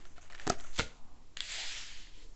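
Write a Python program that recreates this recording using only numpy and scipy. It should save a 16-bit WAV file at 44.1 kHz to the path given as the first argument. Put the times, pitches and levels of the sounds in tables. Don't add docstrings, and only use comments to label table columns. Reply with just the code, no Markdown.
import sys
import numpy as np
from scipy import signal
from scipy.fft import rfft, irfft
from scipy.io import wavfile
from scipy.ndimage import uniform_filter1d

SR = 44100
rng = np.random.default_rng(int(sys.argv[2]) if len(sys.argv) > 2 else 0)


def pcm_store(signal):
    levels = np.round(np.clip(np.atleast_2d(signal), -1, 1) * 32767)
    wavfile.write(sys.argv[1], SR, levels.astype(np.int16).T)


def level_to_linear(level):
    exponent = np.asarray(level, float) / 20
    return 10 ** exponent


N = 103635


def evened(x):
    return x / np.sqrt(np.mean(x ** 2) + 1e-20)


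def along(points, column=1):
    rows = np.array(points)
    return np.interp(np.arange(N) / SR, rows[:, 0], rows[:, column])


def read(points, hz):
    f, value = np.transpose(points)
    return np.interp(np.log(hz + 1), np.log(f + 1), value)


def colour(x, points):
    gain = level_to_linear(read(points, np.fft.rfftfreq(N, 1 / SR)))
    return evened(irfft(rfft(x) * gain, N))


def resonate(x, hz, width_hz):
    turn = np.exp(2j * np.pi * np.cumsum(hz * np.ones(len(x))) / SR)
    r = np.exp(-np.pi * width_hz / SR)
    return 2 * (turn * signal.lfilter([1 - r], [1, -r], x / turn)).real


def grit(per_s, spread_db, smooth, clump_s, clump_db):
    size = level_to_linear(spread_db * np.minimum(rng.exponential(1, N), 4))
    clicks = rng.standard_normal(N) * size * (rng.random(N) < per_s / SR)
    span = max(int(clump_s * SR), 2)
    clumps = evened(uniform_filter1d(uniform_filter1d(rng.standard_normal(N), span), span))
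    return (evened(clicks) + smooth * rng.standard_normal(N)) * level_to_linear(clump_db * clumps)


def modes(part, t, pitch=1):
    return sum(level_to_linear(db - 60 * t / t60) * np.cos(2 * np.pi * hz * pitch * t - .6) for hz, db, t60 in part)


def hits(rows, parts, crack_s, crack, click, thin_hz, dull_hz):
    t, out = np.arange(4096) / SR, np.zeros(N + 8192)
    push = t[:256] * np.exp(-t[:256] / .00009)
    thin = signal.butter(2, thin_hz, "high", fs=SR)
    dull = signal.butter(2, dull_hz, fs=SR)
    edge_only = signal.butter(3, 4900, "high", fs=SR)
    for s, low_db, mid_db, top_db, mid_hz in rows:
        noise = rng.standard_normal(512)
        blow = crack * noise * np.exp(-t[:512] / crack_s)
        blow[0] = -1
        blow = signal.lfilter(*thin, blow)
        crackling_push = push + .4 * push.max() * noise[:256] * np.exp(-t[:256] / crack_s)
        low = -signal.fftconvolve(crackling_push, modes(parts[0], t))[:4096]
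        mid = modes(parts[1], t, mid_hz / parts[1][0][0]) + click * np.exp(-t * 9000)
        mid = signal.lfilter(*dull, signal.fftconvolve(blow, mid)[:4096])
        top = signal.lfilter(*edge_only, signal.fftconvolve(blow, modes(parts[2], t))[:4096])
        at = round(s * SR)
        for db, x in ((low_db, low), (mid_db, mid), (top_db, top)):
            out[at:at + 4096] += level_to_linear(db) * x / abs(x).max()
    return out[:N]


# t/s, level/dB
DRAUGHT_LEVEL = [(0, -46), (.45, -38), (.85, -34), (1.3, -41), (2.35, -46)]


def draught():
    t, phase = np.arange(N) / SR, rng.random(24)
    swing_hz = np.geomspace(2.5, 17, 24)
    swings = sum(np.sin(2 * np.pi * (hz * t + p)) / hz ** 0.75 for hz, p in zip(swing_hz, phase))
    return level_to_linear(along(DRAUGHT_LEVEL)) * evened(swings)


# f/Hz, level/dB per Hz
FLOOR_TONE = [(15, -11), (25, 4), (42, -17.5), (65, -13.5), (274, -33), (1030, -35.5), (1590, -41),
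              (7600, -42.5), (8590, -66), (11200, -99), (18900, -120)]


def floor():
    hiss = colour(rng.standard_normal(N), FLOOR_TONE)
    hum = evened(resonate(resonate(grit(300, 1.8, 1.8, 0.013, 2.0), 269, 170), 255, 270))
    return level_to_linear(-55.5) * hiss + level_to_linear(-72.5) * hum


# start t/s, length/s, face level/dB, edge level/dB
THUMB_RUBS = [(-.01, 0.094, -63, -82), (0.055, 0.11, -68.5, -70.5), (0.159, 0.048, -59.5, -85),
              (0.208, 0.031, -62.5, -62), (.225, 0.077, -62.5, -75), (0.298, 0.026, -54.5, -81.5),
              (0.324, 0.019, -55, -77), (0.341, 0.032, -54.5, -71), (0.37, 0.046, -57.5, -76),
              (0.402, 0.16, -56, -70), (0.484, 0.077, -47.5, -84), (0.577, 0.024, -60, -60),
              (0.635, 0.025, -62.5, -85), (0.6, 0.2, -62, -64), (.662, 0.021, -61, -68)]
# f/Hz, width/Hz, level/dB
RUBBED_FACE = [(694, 500, -7.5), (1300, 870, -5.5), (1810, 1360, -1.5), (2900, 190, -21),
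               (4200, 1400, -20.5)]


def thumb():
    g, t = grit(5000, 1.3, 0.66, 0.0021, 1.2), np.arange(N) / SR
    face = evened(sum(level_to_linear(db) * evened(resonate(g, hz, width_hz)) for hz, width_hz, db in RUBBED_FACE))
    edge = evened(resonate(resonate(g, 6200, 2200), 6100, 2200))
    out = np.zeros(N)
    for s, length_s, face_db, edge_db in THUMB_RUBS:
        rise = np.clip((t - s) / 0.006, 0, 1)
        fall = np.clip((s + length_s - t) / (0.43 * length_s), 0, 1)
        out += rise * fall * (level_to_linear(face_db) * face + level_to_linear(edge_db) * edge)
    return out


# start t/s, length/s, f/Hz, width/Hz, level/dB
STIR_SWELLS = [
    (.88, .36, 800, 500, -68),
    (.95, .3, 250, 80, -69),
    (2.16, .15, 310, 50, -70),
    (2.16, .17, 460, 50, -70),
    (.02, .08, 360, 60, -70),
]


def stirs():
    g, t, out = rng.standard_normal(N), np.arange(N) / SR, np.zeros(N)
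    for s, length_s, hz, width_hz, db in STIR_SWELLS:
        swell = np.sin(np.pi * np.clip((t - s) / length_s, 0, 1)) ** 0.43
        out += level_to_linear(db) * swell * evened(resonate(resonate(g, hz, width_hz), hz, width_hz))
    return out


# t/s, body level/dB, face level/dB, edge level/dB, face
# f/Hz
DECK_TICKS = [(.053, -46, -44, -50.5, 1620), (.181, -41, -53.5, -53.5, 1570), (.3005, -55, -43, -65, 1790),
              (.3232, -47.5, -45, -48, 2000), (.330, -70, -42.5, -68, 1790), (.349, -64, -35.5, -62, 1790),
              (.358, -70, -46, -51.5, 1800), (.379, -70, -47, -71, 1900), (.3885, -70, -43, -65, 1840),
              (.398, -52, -33, -46.5, 1770), (.4045, -67.5, -49, -65, 1830), (.415, -70, -44, -57, 1950),
              (.419, -64, -41.5, -56, 1950), (.430, -68, -59, -57, 1900), (.592, -56, -51, -55, 1500),
              (.5997, -51, -38.5, -46.5, 1470), (.606, -49, -44.5, -41, 1380),
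              (.6095, -67, -44, -43.5, 1460), (.643, -48.5, -60, -62.5, 1390),
              (.6465, -42.5, -49.5, -65, 1400), (.693, -61, -51, -66, 1700), (2.047, -71, -51, -65, 2900),
              (2.070, -78, -48, -70, 1950)]
# f/Hz, level/dB, t60/s
DECK_BODY = [(357, -23, 0.014), (710, 1.5, 0.042), (1360, 10, 0.026)]
# f/Hz, level/dB, t60/s
CARD_FACE = [(1780, 0, .013), (2300, -8, .006), (3000, -7, .005), (3800, -7, .006), (4600, -9, .005)]
# f/Hz, level/dB, t60/s
CARD_EDGE = [(5350, -19, .004), (5770, 6.5, 0.014), (7300, 8.5, 0.006), (6940, -19, 0.0028)]


def ticks():
    return hits(DECK_TICKS, (DECK_BODY, CARD_FACE, CARD_EDGE),
                crack_s=.0011, crack=.2, click=.1, thin_hz=1100, dull_hz=3900)


# t/s, body level/dB, face level/dB, edge level/dB, face f/Hz
FIRST_CORNER = [
    (.4682, -30, -32, -44, 1510),
    (.4693, -22.5, -29.5, -29, 1900),
    (.476, -18, -26, -25, 1736),
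    (.4783, -26.5, -33.5, -38, 1790),
]
# f/Hz, level/dB, t60/s
BENT_CARD = [(129, -28, 0.025), (248, -6, 0.089), (320, -4.5, 0.089), (395, -6.5, 0.075),
             (577, -17, 0.0078), (710, -0.5, 0.027), (1000, -6, 0.013), (1200, -6, .022)]
# f/Hz, level/dB, t60/s
SNAPPING_EDGE = [(5350, 0, .005), (5900, 0, .005), (6600, -1, .005), (7350, -2, .005)]


def first_snap():
    return hits(FIRST_CORNER, (BENT_CARD, CARD_FACE, SNAPPING_EDGE),
                crack_s=.0011, crack=.15, click=.27, thin_hz=640, dull_hz=4700)


# t/s, body level/dB, face level/dB, edge level/dB, face f/Hz
SECOND_CORNER = [
    (.4981, -32, -24, -17.5, 1810),
    (.5007, -14, -30, -15.5, 1745),
    (.5022, -13.5, -33.5, -30.5, 1740),
    (.5037, -20.5, -43, -38, 1300),
    (.5215, -29, -44, -35.5, 1790),
]
# f/Hz, level/dB, t60/s
RELEASED_CARD = [(130, -39.5, 0.033), (256, -7.5, 0.068), (385, 3, 0.038), (705, -0.5, 0.023),
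                 (1000, -20, .01), (1277, 1, 0.017)]


def second_snap():
    return hits(SECOND_CORNER, (RELEASED_CARD, CARD_FACE, SNAPPING_EDGE),
                crack_s=.0011, crack=.15, click=.27, thin_hz=490, dull_hz=5200)


# t/s, level/dB
SKID_LEVEL = [(.73, -61), (.748, -53), (.7595, -53), (.761, -43.5), (.771, -47), (.774, -59), (.777, -42),
              (.79, -35.5), (.83, -49.5), (.9, -65), (1.0, -71.5)]
# f/Hz, level/dB per Hz
SCRAPE_TONE = [(470, -44), (800, -12), (3800, -3), (5330, -5.5), (6800, -4), (7900, -11), (8590, -12),
               (11200, -52), (18900, -120)]


def skid():
    t = np.arange(N) / SR
    on = (t > SKID_LEVEL[0][0]) * (t < SKID_LEVEL[-1][0])
    return on * level_to_linear(along(SKID_LEVEL)) * colour(grit(6000, 4.9, 0.93, 0.0032, 0.37), SCRAPE_TONE)


# t/s, table level/dB, face level/dB, edge level/dB, face f/Hz
LANDING = [
    (.786, -32, -32, -59, 1370),
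    (.7948, -18, -12, -30, 1521),
    (.7956, -35.5, -23, -42, 1480),
    (.797, -46.5, -18, -39.5, 1500),
    (.8012, -26, -15, -39, 1465),
    (.8035, -37.5, -23.5, -44, 1500),
    (.8077, -37.5, -20, -42, 1490),
    (.810, -60, -22.5, -48, 1460),
    (.819, -32, -34, -51, 1450),
    (.829, -33, -29, -53.5, 1520),
]
# f/Hz, level/dB, t60/s
CLOTHED_TABLE = [(69, 4, 0.035), (164, -12, 0.042), (264, -7.5, 0.026), (490, 2, 0.022), (770, -24, 0.004)]
# f/Hz, level/dB, t60/s
FLAT_CARD = [(1470, 0, .013), (2030, -1.5, .013), (3100, -10, .008), (4160, -14, .006)]


def slap():
    return hits(LANDING, (CLOTHED_TABLE, FLAT_CARD, CARD_EDGE),
                crack_s=.0012, crack=.12, click=3.6, thin_hz=180, dull_hz=7000)


# t/s, table level/dB, nail level/dB, edge level/dB, nail f/Hz
NAIL_CLICKS = [
    (.7888, -37.5, -26, -31, 3520),
    (.7897, -54, -17.5, -28, 3570),
    (.7915, -25, -30, -32, 3400),
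    (1.3693, -52, -41, -56, 2950),
    (1.371, -50, -21, -41.5, 3180),
    (1.4057, -51, -15.5, -51, 3450),
    (1.4075, -66, -27, -53, 3400),
    (1.414, -61, -41, -52, 3400),
]
# f/Hz, level/dB, t60/s
FINGERNAIL = [(3400, 5.5, 0.0082), (1950, -1.5, 0.0075), (2500, -12, .004), (4200, 2.5, 0.0023),
              (4820, -8, .004), (7200, -4.5, 0.0064)]


def nails():
    return hits(NAIL_CLICKS, (CLOTHED_TABLE, FINGERNAIL, CARD_EDGE),
                crack_s=.0005, crack=.1, click=.1, thin_hz=1600, dull_hz=12000)


# t/s, level/dB, brightness/dB
SLIDE_LEVEL = [(1.368, -46, -13), (1.379, -50, 0), (1.395, -51, -5), (1.42, -46.5, 0.5), (1.47, -47, 0),
               (1.51, -42, 1.5), (1.6, -39, -1), (1.71, -42, 0), (1.78, -44, -0.5), (1.82, -46.5, -1),
               (2.0, -54, -1), (2.12, -63, -3), (2.23, -62.5, 0.5), (2.3, -78.5, 5)]
# f/Hz, level/dB per Hz
WEAVE_TONE = [(180, -42), (300, -19.5), (779, -12), (1060, -13.5), (1810, -2.5), (3400, -1.5), (7360, -7),
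              (8590, -14.5), (11200, -61), (18900, -120)]
# t/s, low f/Hz, main f/Hz, upper f/Hz, top f/Hz
PRESSED_PITCH = [(1.37, 2020, 3360, 4500, 7300), (1.55, 2010, 3520, 4700, 7400),
                 (1.66, 2100, 3360, 4900, 7300), (1.71, 2300, 3400, 4850, 7200),
                 (1.74, 2500, 3300, 5770, 7200), (1.8, 2100, 3120, 5880, 6900),
                 (1.9, 2300, 3200, 4420, 6700), (2.3, 1980, 3260, 4200, 7160)]
# width/Hz, level/dB
PRESSED_WIDTH = [(600, -16), (600, -5.5), (600, -3.5), (900, -4.5)]
# t/s, f/Hz, level/dB
AIR_POCKET = [(1.5, 604, -81.5), (1.62, 840, -55), (1.72, 960, -89)]


def slide():
    g = grit(7000, 3.5, 2.4, 0.018, 0.54)
    ring = sum(level_to_linear(db) * resonate(g, along(PRESSED_PITCH, k), width_hz)
               for k, (width_hz, db) in enumerate(PRESSED_WIDTH, 1))
    hz, t, z = signal.stft(colour(g + ring, WEAVE_TONE), SR, nperseg=256)
    patches = uniform_filter1d(rng.standard_normal(z.shape[::-1]), size=9, axis=0)
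    patches = evened(uniform_filter1d(patches, size=5, axis=1)).T
    brightness_db = along(SLIDE_LEVEL, 2)[np.minimum(t * SR, N - 1).astype(int)]
    tilt_db = np.clip(np.log2((hz[:, None] + 1) / 4000), 0, 1) * brightness_db
    rub = signal.istft(z * level_to_linear(1.24 * patches + 2 * tilt_db), SR, nperseg=256)[1][:N]
    pocket_hz = along(AIR_POCKET)
    pocket = evened(resonate(resonate(g, pocket_hz, 330), pocket_hz, 330))
    on = np.arange(N) > SLIDE_LEVEL[0][0] * SR
    return on * (level_to_linear(along(SLIDE_LEVEL)) * rub + level_to_linear(along(AIR_POCKET, 2)) * pocket)


def notched(x):
    near = np.arange(N) < 1.72 * SR
    return x - .5 * near * resonate(x, 5500, 800)


# f/Hz, t60/s
ROOM_DECAY = [(150, .25), (600, .42), (1100, .42), (2000, .3), (8000, .22)]
# f/Hz, level/dB
ROOM_LEVEL = [(150, -8), (400, -7.5), (750, -13.5), (2500, -9.5), (6000, -11.5)]


def room(x):
    hz, t, z = signal.stft(rng.standard_normal(SR // 2), SR, nperseg=256)
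    t60 = read(ROOM_DECAY, hz)[:, None]
    decay = level_to_linear(read(ROOM_LEVEL, hz)[:, None] - 60 * t / t60)
    unit_energy = np.sqrt(SR * t60 / (6 * np.log(10)))
    tail = signal.istft(z * decay / unit_energy, SR, nperseg=256)[1]
    build_up = np.clip(np.arange(len(tail)) / SR / 0.0038 - .3, 0, 1)
    return signal.fftconvolve(x, tail * build_up)[:N]


def scene():
    deck = ticks() + first_snap() + second_snap()
    table = slap() + notched(nails() + thumb() + skid() + slide())
    reflections = room(level_to_linear(-5) * deck + table)
    return (deck + table + reflections + floor() + stirs() + draught())[None]


def top_cut(x):
    return signal.sosfilt(signal.butter(12, 8740, fs=SR, output="sos"), x)


def record(dry):
    low_pass = signal.firwin(161, 8012, window=("kaiser", 8), fs=SR)
    mix = signal.oaconvolve(dry, low_pass[None], "same")
    return top_cut(mix)


dry = scene()
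out = record(dry)
pcm_store(out)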